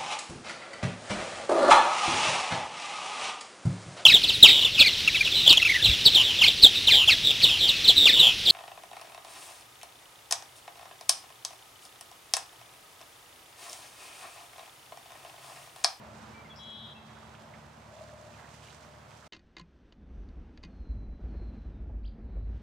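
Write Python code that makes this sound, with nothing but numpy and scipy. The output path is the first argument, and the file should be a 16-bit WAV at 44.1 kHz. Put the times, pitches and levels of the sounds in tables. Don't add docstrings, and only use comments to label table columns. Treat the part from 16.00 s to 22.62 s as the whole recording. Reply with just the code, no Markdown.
import sys
import numpy as np
from scipy import signal
from scipy.fft import rfft, irfft
from scipy.io import wavfile

SR = 44100
rng = np.random.default_rng(int(sys.argv[2]) if len(sys.argv) > 2 else 0)


def materialize(psi):
    bounded = np.clip(np.atleast_2d(psi).T, -1, 1)
    quanta = np.round(bounded * 32767).astype(np.int16)
    wavfile.write(sys.argv[1], SR, quanta)


N = 291942
TIME = np.arange(N) / SR
BUZZ_HZ = 296


def amp(db):
    return 10 ** (np.asarray(db) / 20)


def unit(x):
    return x / np.sqrt(np.mean(x ** 2) + 1e-20)


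def read(points, hz):
    f, value = np.transpose(points)
    return np.interp(np.log(hz + 1), np.log(f), value)


def swells(rows, rise_s, fall_s, rest_db):
    power = amp(rest_db) ** 2
    for s, length, db in rows:
        rise = np.clip((TIME - s) / rise_s, 0, 1)
        fall = np.exp(-np.maximum(TIME - s - length, 0) / fall_s)
        power = power + (amp(db) * rise * fall) ** 2
    return 10 * np.log10(power)


def add(mix, s, sound):
    part = mix[max(round(s * SR), 0):][:len(sound)]
    part += sound[:len(part)]


def wander(rate_hz):
    hz = np.fft.rfftfreq(N, 1 / SR)
    return unit(irfft(rfft(rng.standard_normal(N)) * np.exp(-(hz / rate_hz) ** 2), N))


def colour(x, points, band=(0, SR)):
    hz = np.fft.rfftfreq(x.shape[-1], 1 / SR)
    shaped = rfft(x) * amp(read(points, hz))
    inside = irfft(shaped * (hz >= band[0]) * (hz <= band[1]))
    return irfft(shaped, x.shape[-1]) / np.atleast_2d(inside).mean(0).std()


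def band_noise(n, low_hz, high_hz, order):
    band = signal.butter(order, [low_hz, high_hz], "band", fs=SR, output="sos")
    return unit(signal.sosfilt(band, rng.standard_normal(n)))


def spread(a, b, coherence, balance):
    hz = np.fft.rfftfreq(N, 1 / SR)
    same = np.clip(read(coherence, hz), -1, 1)
    lean = amp(read(balance, hz) / 2)
    mid = rfft(a) * np.sqrt((1 + same) / 2)
    side = rfft(b) * np.sqrt((1 - same) / 2)
    return irfft(np.array([(mid + side) * lean, (mid - side) / lean]), N)


def crackle(per_s, scatter_db):
    size = amp(scatter_db * np.minimum(rng.exponential(1, N), 4))
    return unit(size * rng.standard_normal(N) * (rng.random(N) < per_s / SR))


def rush():
    surges = [(-.1, 0.62, -59.5), (1.0, 0.58, -64), (2.25, 0.18, -61)]
    spectrum = [(35, -27), (57, -19), (70, -2.5), (120, 8.5), (170, 5), (260, 0), (430, -1.5), (900, 3.5),
                (1600, -4), (2600, -10.5), (6000, -20.5), (15000, -35)]
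    coherence = [(100, 1), (300, 0.596), (700, 0.518), (1300, 0.32), (5000, 0.66), (13000, 0.88)]
    balance = [(200, 0), (400, -1.5), (700, -2), (1250, -7), (2500, -2), (12000, 0)]
    pair = spread(*rng.standard_normal((2, N)), coherence, balance)
    air = colour(pair, spectrum, band=(750, 1400))
    level_db = swells(surges, rise_s=.097, fall_s=.097, rest_db=-58.5 - .37 * TIME)
    return air * amp(level_db + .5 * wander(17))


def stems(ticks_per_s=70):
    out, t = np.zeros(N), TIME[:600]
    pitches = np.geomspace(1300, 4200, 14)
    for hz in pitches:
        ring = np.sin(2 * np.pi * hz * t) * np.exp(-t * hz / 2)
        out += signal.oaconvolve(crackle(ticks_per_s / len(pitches), scatter_db=2.5), ring)[:N]
    return unit(out)


def grass():
    pushes = [(-.06, 0.2, -72), (.1, 0.232, -67.5), (.53, 0.036, -69.5), (1.01, 0.5, -71), (1.5, 0.39, -71),
              (1.88, 0.22, -68), (2.14, 0.36, -69), (2.27, 0.052, -70), (2.45, 0.17, -66.5),
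              (2.58, 0.17, -64), (2.78, 0.25, -71.5), (3.05, 0.29, -67.5)]
    spectrum = [(500, -26), (1500, -4), (2500, 2.5), (4000, 0.5), (6500, -1), (8500, -5), (11000, -15),
                (15500, -24)]
    balance = [(1000, 1), (4000, -7.5), (8000, -12), (13000, -2)]
    stalks = [(.27, -59, 3600, .008), (.633, -59, 7000, .005), (.702, -63, 8300, .005),
              (1.085, -60, 2300, .06), (1.167, -52, 1650, .012), (1.228, -52.5, 1400, .007),
              (1.340, -48.5, 1750, .006), (1.349, -48.5, 3000, .006), (1.444, -54, 1550, .007),
              (1.480, -55, 1450, .007), (1.537, -47.5, 2350, .008), (1.642, -52.5, 1500, .008),
              (1.982, -58, 3400, .012), (2.283, -54, 1800, .007), (2.338, -57.5, 3200, .015),
              (2.392, -55.5, 1900, .035), (2.434, -54.5, 1900, .028), (2.475, -58.5, 2800, .02),
              (2.62, -59, 3200, .05), (2.67, -54, 3100, .01), (2.703, -54, 4100, .008),
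              (2.937, -54.5, 1400, .008), (3.221, -54.5, 1700, .025)]
    coherence = [(1000, .79), (8000, .27), (13000, .46)]  # f/Hz, coherence
    blades = [crackle(1200, scatter_db=2.7) + rng.standard_normal(N) for _ in range(2)]
    swish = colour(spread(*blades, coherence, balance), spectrum, band=(4500, 10000))
    push = amp(swells(pushes, rise_s=.063, fall_s=.14, rest_db=-84.5) + 1.15 * wander(18))
    snaps = amp(-3) * stems() * push
    t = TIME[:8000]
    for s, db, hz, decay_s in stalks:
        fibres = band_noise(len(t), hz * .71, hz * 1.043, order=3)
        add(snaps, s, amp(db) * fibres * np.exp(-t / decay_s))
    return swish * push + snaps * amp([[-3], [2]])


def engine(firing_hz=73.5, load_s=1.93):
    hum_orders = [(1, -65.5), (2, -65.5)]
    howl_orders = [(7.25, -11), (7.5, -12), (8, -4), (8.25, 0), (8.5, -6), (8.75, -8), (9, -8), (9.25, -5)]
    surges = [(-.1, 0.22, -57.5), (1.36, 0.19, -59.5), (1.85, 0.45, -55), (2.78, 0.2, -61)]
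    rise_s, idle_db = .089, -67.5
    firings = np.cumsum(firing_hz * (1 + .00205 * wander(2.27))) / SR

    def partial(order, db):
        gain = np.sqrt(2) * amp(db + 2.75 * wander(26))
        return gain * np.sin(2 * np.pi * (order * firings + rng.random()))

    howl_db = swells(surges, rise_s, fall_s=.052, rest_db=idle_db)
    load = np.clip((TIME - load_s) / rise_s + .5, 0, 1)
    drone_db = -57.5 - 3 * TIME - 3.5 * load
    throb_db = -66.5 + .35 * (howl_db - idle_db)
    drone = sum(partial(order, db) for order, db in hum_orders)
    drone += partial(3, drone_db) + partial(3 / 2, throb_db)
    howl = np.zeros((2, N))
    for order, db in howl_orders:
        phase = 2 * np.pi * (order * firings + rng.random()) + .55 * wander(5.3)
        howl += amp(db) * np.sin([phase, phase + .5 * wander(4.1)])
    return drone + unit(howl) * amp(howl_db) * amp([[1.5], [-1.5]])


def syllable(rows, sidebands=((0, 0),), buzz_hz=0, shake_hz=130):
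    times, *columns = np.transpose(rows)
    t = np.arange(times.min(), times.max(), 1 / SR)
    hz, db, roughness = (np.interp(t, times, column) for column in columns)
    lowpass = signal.butter(3, shake_hz, fs=SR)
    tone = np.zeros(len(t))
    for step, side_db in sidebands:
        cycles = np.cumsum(hz + step * buzz_hz) / SR + step ** 2 / 4
        phase_noise = 2 * roughness * unit(signal.lfilter(*lowpass, rng.standard_normal(len(t))))
        tone += amp(side_db) * np.sin(2 * np.pi * cycles + phase_noise)
    return times[0], unit(tone) * amp(db) * signal.windows.tukey(len(t), .08)


def phrase():
    notes = [(.324, .12, 2323, 2323, -57.5, 0.01), (.443, 0.034, 2195, 2037, -58, 0.2),
             (.494, 0.046, 3405, 3326, -53, 0.2), (.530, 0.0213, 2700, 2655, -63.5, 0.29),
             (.942, 0.065, 2670, 2665, -59, 0.2)]
    out = np.zeros(N)
    for s, length, start_hz, end_hz, db, roughness in notes:
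        _, note = syllable([(s, start_hz, db, roughness), (s + length, end_hz, db, roughness)])
        add(out, s, note * signal.windows.tukey(len(note), .55))
    return out


def woods(x, t60):
    t = TIME[:SR]
    taps = rng.standard_normal((2, SR)) * (rng.random((2, SR)) < .05)
    taps *= amp(-60 * t / t60) * (t > .012)
    return signal.fftconvolve(x[None], taps / np.linalg.norm(taps[0]), axes=1)[:, :N]


def rasp():
    contour = [(.559, 5210, -46, 0.88), (.565, 5460, -60, 0.45), (.578, 5360, -54, 0.43),
               (.588, 5340, -58, 0.2), (.615, 5424, -67, 0.41)]
    sidebands = [(-2, -3), (-0.84, 1), (0, 2.5), (1, -2)]
    return syllable(contour, sidebands, BUZZ_HZ)


def buzz(register_s=.748, ease_s=.022):
    contour = [(.582, 3312, -56.5, .12), (.61, 3326, -49.3, .12), (.68, 3320, -47.3, .15),
               (.73, 3316, -47.5, .15), (.772, 3331, -47.8, .13), (.82, 3322, -48, .15),
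               (.86, 3298, -49.7, .24), (.885, 3284, -50.7, .6), (.915, 3290, -51.5, .65),
               (.942, 3295, -56.5, .65)]
    registers = [(-1, -15, -12.5), (-.5, -12, -16), (0, 0, 0), (1, -13, -5.5), (2, -5, -4), (3, -27, -23)]
    t = np.arange(contour[0][0], contour[-1][0], 1 / SR)
    late = np.clip((t - register_s) / ease_s + .5, 0, 1)
    sidebands = [(step, early_db + (late_db - early_db) * late) for step, early_db, late_db in registers]
    return syllable(contour, sidebands, BUZZ_HZ, shake_hz=70)


def blackbird():
    song = phrase()
    add(song, *rasp())
    add(song, *buzz())
    far_echo = amp(-8.5) * woods(song * wander(45), t60=2.1)
    near_echo = amp(-12) * woods(song, t60=.3)
    return song * amp([[2.5], [-3.5]]) + far_echo + near_echo


def engine_knocks(ring_hz=622, rise_s=.0012, t60=.045):
    knocks = [(1.914, -47.5), (1.969, -45), (2.011, -35.5), (2.025, -42.5), (2.133, -39.5), (2.186, -43),
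              (2.243, -43), (2.296, -48)]
    out, t = np.zeros(N), TIME[:8192]
    ring = amp(-60 * t / t60) * (1 - np.exp(-t / rise_s)) * np.sin(2 * np.pi * ring_hz * t)
    for s, db in knocks:
        add(out, s, amp(db) * ring)
    return out


def reel(rise_s=.0026, favour_octaves=.085):
    # t/s, snap level/dB, ring level/dB, decay time factor, low and high favoured f/Hz,
    # their lift/dB, thump level/dB, tick level/dB
    clacks = [(3.3228, -49, -48.5, 0.93, 2900, 3725, 11, -79, -68),
              (3.3316, -43.5, -51.5, 1, 2800, 4165, 15, -64, -72),
              (3.3473, -50, -59, 0.96, 1695, 4300, 5, -78, -76),
              (3.3643, -52, -61, 0.8, 325, 4400, 11, -70, -69),
              (3.3928, -64, -66, 0.61, 1950, 4350, 11, -88, -76),
              (3.5666, -45, -45.5, 0.71, 2050, 3800, 7, -68, -60),
              (3.5815, -48.5, -59, 0.91, 1950, 4505, 12, -74, -74),
              (3.5958, -51, -54.5, 1.04, 1015, 4200, 14, -53, -56),
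              (3.6119, -65, -55, 0.63, 2080, 4400, 5, -44, -70),
              (3.923, -56, -64, 0.62, 3000, 4550, 9.5, -74, -79),
              (4.288, -65, -66, .6, 2200, 4500, 0, -76, -77),
              (4.5744, -53, -57, 0.51, 1695, 4505, 9.5, -73, -75),
              (4.6300, -58, -60, 1.1, 2200, 4505, 7, -80, -70),
              (4.6362, -48, -51.5, 0.67, 3750, 4800, 12, -49, -63),
              (4.6485, -59, -59.5, 1.2, 2150, 4600, 8, -48.5, -67)]
    spectrum = [(200, -2), (1400, -6.5), (2400, -10), (3000, -4), (3400, -8.5), (3800, -3), (4700, -11.5),
                (5400, -16), (6400, -12.5), (7500, -30), (9000, -48), (14000, -63)]
    rod_modes = [(331, -2, 0.14), (1027, -4.5, 0.068), (1430, -18, .09), (1695, -6.5, 0.073),
                 (1914, -8, .085), (2085, -4, 0.086), (2480, -9, 0.16), (2730, -7, 0.066), (2980, 0, 0.032),
                 (3760, -4.5, 0.03), (4020, -7, 0.027), (4190, -7, 0.028), (4505, -4.5, .044),
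                 (4760, -1.5, 0.03), (5550, -17, .055), (6220, -10, 0.024), (6550, -12, 0.036),
                 (7100, -13, 0.022)]
    snap_rise_s, snap_t60, tick_decay_s = .0005, .056, .0014
    thump_hz, thump_t60 = 165.6, .17
    out, t = np.zeros(N), TIME[:8192]
    for s, snap_db, ring_db, damped, low_hz, high_hz, lift_db, thump_db, tick_db in clacks:
        snap = colour(rng.standard_normal(len(t)), spectrum)
        snap *= amp(snap_db - 60 * t / (damped * snap_t60)) * (1 - np.exp(-t / snap_rise_s))
        ring = np.zeros(len(t))
        for hz, mode_db, t60 in rod_modes:
            octaves_off = min(abs(np.log2(hz / spot_hz)) for spot_hz in (low_hz, high_hz))
            favour_db = lift_db * np.exp(-(octaves_off / favour_octaves) ** 2)
            rise = 1 - np.exp(-t * np.sqrt(hz / rod_modes[0][0]) / rise_s)
            decay = amp(ring_db + mode_db + favour_db - 60 * t / (damped * t60))
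            ring += rise * decay * np.sin(2 * np.pi * (hz * t + rng.random()))
        thump = amp(thump_db - 60 * t / thump_t60) * np.sin(2 * np.pi * thump_hz * t)
        thump *= 1 - np.exp(-t / rise_s)
        tick = amp(tick_db) * band_noise(len(t), 5700, 8200, order=2) * np.exp(-t / tick_decay_s)
        add(out, s, snap + ring + thump + tick)
    return out


def breeze(mount_hz=53.2, dull_hz=93):
    strength = [(3.4, -15), (3.98, -9.5), (4.08, -2), (4.4, 0), (4.55, -3), (5.0, 1), (5.17, -1), (5.28, 7),
                (5.6, 1.5), (5.9, 1), (6.02, -1.5), (6.3, 3.5), (6.37, 3.5), (6.62, 0)]
    gusts = [(4.06, .05, -52), (4.135, 0.046, -41.5), (4.27, .06, -47), (4.36, 0.033, -44),
             (4.62, .05, -48), (4.75, 0.11, -45), (4.88, 0.09, -36), (4.98, 0.12, -41.5),
             (5.22, 0.05, -39.5), (5.35, 0.146, -39), (5.56, 0.23, -45.5), (5.78, 0.27, -38.5),
             (6.0, 0.35, -42), (6.35, 0.19, -36.5)]
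    stirs = [(3.05, 0.87, -78), (4.0, 0.81, -76), (5.1, .32, -75.5), (5.4, 0.28, -76), (6.42, .3, -71.5)]
    mount_shares = [(-48, .05), (-38, .6)]
    # f/Hz, relative level/dB
    buffet_spectrum = [(10, -16), (28, -7), (45, 0), (72, 0), (100, -5), (130, -13), (250, -32), (500, -60),
                       (2000, -90)]
    flutter_spectrum = [(70, -16.5), (130, -6.5), (220, 3), (330, -6.5), (480, -13.5), (780, -19),
                        (1000, -25), (1550, -30), (2500, -34.5), (3400, -53), (6000, -72), (12000, -81)]
    leaf_spectrum = [(300, 18.5), (800, 6), (1600, 8), (2200, 1), (2900, 1.5), (3500, -1), (4300, -4.5),
                     (5200, -7.5), (6100, -8), (6800, -16.5), (8700, -20.5), (10000, -32), (15500, -31.5)]
    wind_db = np.interp(TIME, *np.transpose(strength))
    buffet_db = swells(gusts, rise_s=.025, fall_s=.044, rest_db=-49 + 1.1 * wind_db)
    flutter_db = -54.5 + .97 * wind_db + 1.39 * wander(25)
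    leaf_db = swells(stirs, rise_s=.15, fall_s=.15, rest_db=-80.5 + .24 * wind_db) + .34 * wander(29)
    eddies = colour(rng.standard_normal(N), buffet_spectrum)
    dull = unit(signal.sosfiltfilt(signal.butter(3, dull_hz, fs=SR, output="sos"), eddies))
    brightness = np.clip(wind_db / .5, 0, 1)
    eddies = dull + (eddies - dull) * brightness
    mount = np.sqrt(2) * np.sin(2 * np.pi * mount_hz * TIME + .6 * wander(4))
    share = np.interp(buffet_db, *np.transpose(mount_shares))
    buffet = np.sqrt(1 - share) * eddies + np.sqrt(share) * mount
    flutter = colour(rng.standard_normal(N), flutter_spectrum, band=(170, 600))
    rustle = rng.standard_normal(N) + .3 * crackle(300, scatter_db=2)
    leaves = colour(rustle, leaf_spectrum, band=(1200, 3200))
    return buffet * amp(buffet_db) + flutter * amp(flutter_db) + leaves * amp(leaf_db)


def whistle(s, length, start_hz, end_hz, crest_db, roughness):
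    progress = np.arange(0, length, 1 / SR) / length
    hz = end_hz + (start_hz - end_hz) * (1 - progress) ** 3.2
    db = crest_db + np.interp(progress, [0, .38, 1], [-8, 0, -13])
    return syllable(np.column_stack([s + progress * length, hz, db, np.full(len(hz), roughness)]))


def small_birds():
    calls = [(3.95, 0.3, 3512, 3540, -88.5, 0.27), (4.074, 0.29, 6000, 5960, -90, 0.7),
             (4.681, .6, 4370, 4020, -76, 0.17), (4.658, 0.74, 6080, 5945, -92.5, .9),
             (5.275, 0.36, 4330, 4110, -75.5, 0.56), (5.385, 0.47, 4170, 4030, -81, .3),
             (5.692, 0.16, 3925, 3623, -83, 0.3), (6.197, 0.44, 4050, 4010, -81.5, 1)]
    arch = [(6.036, 2105, -81, 0.26), (6.045, 2520, -69, 0.26), (6.054, 3220, -59, 0.51),
            (6.058, 3820, -67, 0.55), (6.063, 4440, -61, 0.55), (6.071, 4986, -76, 0.55),
            (6.078, 4600, -61, .5), (6.082, 3278, -64.5, 0.57), (6.091, 2100, -78.5, 0.34)]
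    lead = [(6.03, 3630, -83.5, .1), (6.04, 4450, -75, .3), (6.052, 5770, -87.5, .1)]
    whistles, chirp = np.zeros((2, N))
    for call in calls:
        add(whistles, *whistle(*call))
    whistles *= amp(wander(18))
    add(chirp, *syllable(arch))
    add(chirp, *syllable(lead))
    echoes = woods(amp(-6) * chirp + amp(-7) * whistles, t60=.35)[0]
    return whistles + chirp + echoes


def thuds(rise_s=.002, decay_s=.014):
    bursts = [(5.894, -50, 600), (6.366, -48.5, 520)]
    out, t = np.zeros(N), TIME[:4096]
    envelope = (1 - np.exp(-t / rise_s)) * np.exp(-t / decay_s)
    for s, db, hz in bursts:
        add(out, s, amp(db) * band_noise(len(t), hz * .6, hz * 1.45, order=4) * envelope)
    return out


def scene(leave_s=3.277, arrive_s=3.321):
    bank = rush() + grass() + engine() + blackbird() + engine_knocks()
    beside_rod = reel() + thuds() + breeze() + small_birds()
    leave = np.clip((leave_s - TIME) / .006 + .5, 0, 1)
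    arrive = np.clip((TIME - arrive_s) / .002, 0, 1)
    return bank * leave + beside_rod * np.maximum(arrive, amp(-27) * (1 - leave))


def record(dry, edge_hz=15700):
    lowpass = signal.firwin(511, edge_hz, window=("kaiser", 9), fs=SR)
    return signal.oaconvolve(dry, lowpass[None], "same")


dry = scene()
out = record(dry)
materialize(out)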